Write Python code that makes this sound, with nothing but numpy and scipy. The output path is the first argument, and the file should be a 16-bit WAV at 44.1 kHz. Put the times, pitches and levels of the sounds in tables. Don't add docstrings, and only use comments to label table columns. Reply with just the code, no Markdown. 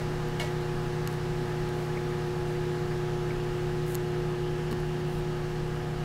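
import sys
import numpy as np
from scipy import signal
from scipy.fft import rfft, irfft, next_fast_len
from scipy.io import wavfile
from scipy.ndimage import uniform_filter1d, map_coordinates

SR = 44100
rng = np.random.default_rng(int(sys.argv[2]) if len(sys.argv) > 2 else 0)


def unload_wav(signal):
    wavfile.write(
        sys.argv[1],
        SR,
        np.round(np.clip(np.atleast_2d(signal).T, -1, 1) * 32767).astype(np.int16),
    )


def how_loud(loudness_db):
    steps = np.asarray(loudness_db, float) / 20
    return 10 ** steps


N = 266364
T = np.arange(N) / SR
MAINS_HZ = 59.963

# centre f/Hz, width/Hz, gain/dB
DUCT = [(144, 12, 8.5), (168, 26, 10), (284, 43, 2), (347, 19, 5), (370, 13, 3.5), (527, 13, 3.5),
        (740, 320, 3), (1254, 106, 5.5), (1714, 350, 6), (2380, 50, 0.5), (2830, 360, 3.5),
        (11800, 3800, -4)]


def unit(x):
    return x / np.sqrt(np.mean(x ** 2) + 1e-20)


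def along(points, hz):
    f, v = np.transpose(points)
    return np.interp(np.log(hz + 1), np.log(f + 1), v)


def wobble(rate):
    return map_coordinates(rng.standard_normal(int(N * rate / SR) + 4), [T * rate])


def coloured(x, gain):
    m = next_fast_len(len(x) + 8192)
    shape = gain(np.fft.rfftfreq(m, 1 / SR)) * np.sqrt(SR / 2)
    return irfft(rfft(x, m) * shape, m)[:len(x)]


def sine(hz, t):
    return np.sin(2 * np.pi * (hz * t + rng.random()))


def tone(hz, db):
    return np.sqrt(2) * how_loud(db) * sine(hz, T)


def fade(t, t60):
    return how_loud(-60 * t / t60)


def add(track, s, sound):
    k = round(s * SR)
    sound = sound[max(-k, 0):]
    track[max(k, 0):][:len(sound)] += sound[:N - max(k, 0)]


def place():
    # t/s, nearness/dB, standing wave around 390 Hz/dB, air rush around 2900 Hz/dB
    path = [(0, .5, -4, 0), (.6, 0.44, -0.5, 0.5), (1.8, 0.2, -1, 0), (3.8, -0.4, 1.5, 2),
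            (4.5, -1, 0.5, 3.5), (6.04, -1.46, -3.5, 2.5)]
    s, *columns = np.transpose(path)
    return [np.interp(T, s, c) for c in columns]


def transformer():
    # multiple of the mains, rms level/dB
    hum_lines = [(2, -41), (3, -53), (4, -49.5), (6, -35.5), (7, -53), (8, -46.5), (10, -63), (12, -52),
                 (14, -50), (15, -64), (16, -59), (17, -62)]
    # f/Hz, rms level/dB
    buzz_curve = [(1080, -65), (1350, -69), (1600, -66), (1800, -74), (2500, -73), (3100, -80), (5500, -81),
                  (6300, -90), (10500, -94), (11400, -89), (12500, -98), (15000, -101)]
    near_db, wave_db, _ = place()
    hum = np.zeros(N)
    for k, db in hum_lines:
        hz = k * MAINS_HZ
        in_wave = np.exp(-((hz - 390) / 70) ** 4)
        drift_db = in_wave * wave_db + (1 - in_wave) * near_db
        hum += tone(hz, db + drift_db + 1.0 * wobble(1.74) + 0.41 * wobble(6))

    k = np.arange(18, 256)
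    scatter_db = rng.uniform(-9, 6, len(k))
    phases = np.exp(2j * np.pi * rng.random(len(k)))
    harmonics = how_loud(along(buzz_curve, k * MAINS_HZ) + scatter_db) * phases
    size = 8192
    cycle = irfft(np.pad(harmonics, (k[0], size // 2 - k[-1])), size) * size / np.sqrt(2)
    buzz = np.interp(T * MAINS_HZ % 1, np.arange(size) / size, cycle, period=1)
    return hum + how_loud(near_db) * buzz


def fan_tones():
    # multiple of the shaft speed, rms level/dB
    blade_lines = [(1, -50), (4, -35), (8, -63), (12, -55.5), (16, -60.5), (28, -66)]
    # rms level/dB, for each sideband too
    slot_levels = [-63, -67]
    shaft_hz, slots = 38.185, 18
    lines = [(k * shaft_hz, db) for k, db in blade_lines]
    lines.append((8 * shaft_hz - 2 * MAINS_HZ, -51))
    for k, db in enumerate(slot_levels):
        for side in (-1, 0, 1):
            lines.append(((k + 1) * slots * shaft_hz + side * 2 * MAINS_HZ, db))
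    return sum(tone(hz, db + 0.47 * wobble(2.6)) for hz, db in lines)


def duct_db(hz):
    return sum(db / (1 + (2 * (hz - centre) / width) ** 2) for centre, width, db in DUCT)


def air_rush():
    # f/Hz, level/dB per Hz
    air_curve = [(200, -70.5), (320, -71.5), (450, -71.5), (520, -77.5), (1000, -78), (2050, -82.5),
                 (2600, -86.5), (4000, -87), (6000, -92), (9000, -97.5), (12000, -99), (15500, -106)]
    near_db, _, upper_db = place()
    cells = signal.stft(rng.standard_normal(N), nperseg=512)[2]
    patches = uniform_filter1d(rng.standard_normal(cells.shape), size=6, axis=0)
    patches = uniform_filter1d(patches, size=12, axis=1)
    uneven = cells * how_loud(0.7 * unit(patches))
    eddies = unit(signal.istft(uneven, nperseg=2 * len(cells) - 2)[1][:N])

    def rush(hz):
        return how_loud(along(air_curve, hz) + duct_db(hz)) * (hz > 190)

    def upper(hz):
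        return np.exp(-((hz - 2900) / 350) ** 2)

    main_air = coloured(eddies, lambda hz: rush(hz) * (1 - upper(hz)))
    upper_air = coloured(eddies, lambda hz: rush(hz) * upper(hz))
    air = main_air + how_loud(upper_db) * upper_air
    return how_loud(near_db + 0.079 * wobble(4.03)) * air


def ticks():
    # t/s, peak level of the snap/dB, brightest f/Hz, knock against the snap/dB
    tick_list = [(.2864, -39, 12500, -30), (1.0748, -23, 8500, -6), (1.1275, -38, 10000, -20),
                 (1.6904, -39, 11000, -20), (3.9463, -26, 9000, -18), (3.9524, -19, 11000, -17),
                 (4.7125, -32, 6000, -16), (4.7178, -36, 4800, -10), (4.7278, -35, 5000, 5),
                 (4.802, -40, 12000, -20)]
    # f/Hz, relative level/dB, time to fall 60 dB/s
    case_modes = [(4300, 2, 0.0049), (5230, -4, .004), (6750, 0.5, 0.0036), (7960, 2.5, 0.0028),
                  (9640, 0, .0025), (11600, 1.5, 0.0032), (12900, 0.5, 0.0036), (15300, -10, 0.0026)]
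    # f/Hz, relative level/dB, time to fall 60 dB/s
    knock_modes = [(1100, 3, 0.019), (1810, -5, 0.015), (2800, 1, 0.0088)]
    out, t = np.zeros(N), T[:SR // 50]
    rise = (t / 0.00067).clip(0, 1) ** 2
    for s, db, top_hz, knock_db in tick_list:
        snap = np.zeros(len(t))
        for hz, level, t60 in case_modes:
            off_peak_db = 10 * np.log(hz / top_hz) ** 2
            mode_db = level + rng.normal(0, 2) - off_peak_db
            snap += rise * how_loud(mode_db) * fade(t, t60) * sine(hz, t)
        knock = rise * sum(how_loud(level) * fade(t, t60) * np.sin(2 * np.pi * hz * t)
                           for hz, level, t60 in knock_modes)
        add(out, s, how_loud(db) * (snap / abs(snap).max() + how_loud(knock_db) * knock))
    return out


def rubs():
    rub_list = [(1.08, 1.17, -60), (1.72, 1.87, -61), (2.46, 2.55, -62), (3.856, 3.967, -50),
                (4.705, 4.735, -54), (5.05, 5.223, -60)]
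    # f/Hz, relative level/dB per Hz
    skin_curve = [(3000, -28), (7000, -1), (10000, 2), (13000, -1), (15500, -3)]
    out = np.zeros(N)
    grains = rng.standard_normal(N) * how_loud(4.2 * wobble(1100))
    grit = unit(coloured(grains, lambda hz: how_loud(along(skin_curve, hz))))
    for start, end, db in rub_list:
        progress = np.clip((T - start) / (end - start), 0, 1)
        swell = np.sqrt(np.sin(np.pi * progress ** 1.2).clip(0))
        out += how_loud(db) * swell * grit
    return out


def bump():
    # f/Hz, relative level/dB, time to fall 60 dB/s
    bump_modes = [(148.6, -8, 0.18), (227, 1.5, 0.18), (300, -5, 0.13), (405, -5.5, 0.11)]
    start_s, level_db, rise_s = 4.712, -26, 0.007
    out, t = np.zeros(N), T[:SR // 4]
    thud = sum(how_loud(db) * fade(t, t60) * np.sin(2 * np.pi * hz * t) for hz, db, t60 in bump_modes)
    add(out, start_s, how_loud(level_db) * (1 - np.exp(-t / rise_s)) * thud)
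    return out


def pips():
    # t/s, overall level/dB
    pip_list = [(1.9703, -23.5), (3.305, -27.5)]
    pip_hz, rise_s, note_t60_s = 2240, 0.003, 0.024
    tail_db, tail_t60_s = -20, 0.15
    out, t = np.zeros(N), T[:SR // 10]
    for s, db in pip_list:
        rise = (t / rise_s).clip(0, 1) ** 2
        note = fade(t, note_t60_s) * rise * np.sin(2 * np.pi * pip_hz * t)
        noise = rng.standard_normal(len(t))
        ragged = unit(coloured(noise, lambda hz: np.exp(-((hz - pip_hz) / 350) ** 2)))
        add(out, s, how_loud(db) * (note + how_loud(tail_db) * fade(t, tail_t60_s) * ragged))
    return out


def clacks():
    # t/s, overall level/dB
    clack_list = [(-.02, -41), (.3968, -33.5), (.413, -36.5)]
    # f/Hz, relative level/dB, time to fall 60 dB/s
    clack_modes = [(503, -7, 0.24), (610, 5, 0.36), (702, 5, 0.28), (947, 2, 0.28), (1765, 9, .07),
                   (1940, -1, 0.48), (2212, 1.5, 0.23), (2850, 11.5, 0.045), (4190, -2, 0.14)]
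    # f/Hz, relative level/dB per Hz
    noise_curve = [(400, -7), (900, -3.5), (2300, -4.5), (3500, -6.5), (8500, -15), (15500, -28)]
    crack_t60_s, dull_t60_s, treble_t60_s, treble_hz = 0.02, 0.38, 0.29, 5000
    out, t = np.zeros(N), T[:SR // 2]
    for s, db in clack_list:
        ring = np.zeros(len(t))
        for hz, level, t60 in clack_modes:
            mode_db = level + rng.normal(0, 1.5) + 3.5 * wobble(45)[:len(t)]
            build_up = 1 - np.exp(-t * hz / 9)
            ring += how_loud(mode_db) * fade(t, t60) * sine(hz, t) * build_up
        noise = coloured(rng.standard_normal(len(t)), lambda hz: how_loud(along(noise_curve, hz)) * (hz > 300))
        noise = unit(noise * how_loud(1.7 * wobble(270)[:len(t)]))
        bins_hz = np.fft.rfftfreq(len(t), 1 / SR)
        dull = irfft(rfft(noise) / (1 + (bins_hz / treble_hz) ** 2), len(t))
        tail = fade(t, dull_t60_s) * dull + fade(t, treble_t60_s) * (noise - dull)
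        crack = fade(t, crack_t60_s) * noise
        onset = 1 - np.exp(-t / 0.00054)
        add(out, s, how_loud(db) * onset * (how_loud(-7.5) * ring + how_loud(-4.0) * tail + crack))
    return out


def rumble():
    # f/Hz, level/dB per Hz
    rumble_curve = [(8, -86), (14, -63), (21, -53.5), (30, -62), (38, -57.5), (52, -65.5), (72, -72),
                    (98, -61), (110, -75.5), (125, -70.5), (200, -72.5)]
    return coloured(rng.standard_normal(N),
                    lambda hz: how_loud(along(rumble_curve, hz) + duct_db(hz)) * (hz <= 190))


def other_appliances():
    # f/Hz, rms level/dB
    steady_tones = [(58.9, -57), (82.9, -51), (14994, -85)]
    return sum(tone(hz, db) for hz, db in steady_tones)


def scene():
    oven = transformer() + fan_tones() + air_rush()
    handling = ticks() + rubs() + bump()
    kitchen = pips() + clacks() + rumble() + other_appliances()
    return (oven + handling + kitchen)[None]


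def band_limit(x):
    return signal.sosfilt(signal.butter(12, 16230, fs=SR, output="sos"), x)


def record(dry):
    spectrum = rfft(dry) * (np.fft.rfftfreq(N, 1 / SR) < 15800)
    mix = irfft(spectrum, N)
    return band_limit(mix)


dry = scene()
out = record(dry)
unload_wav(out)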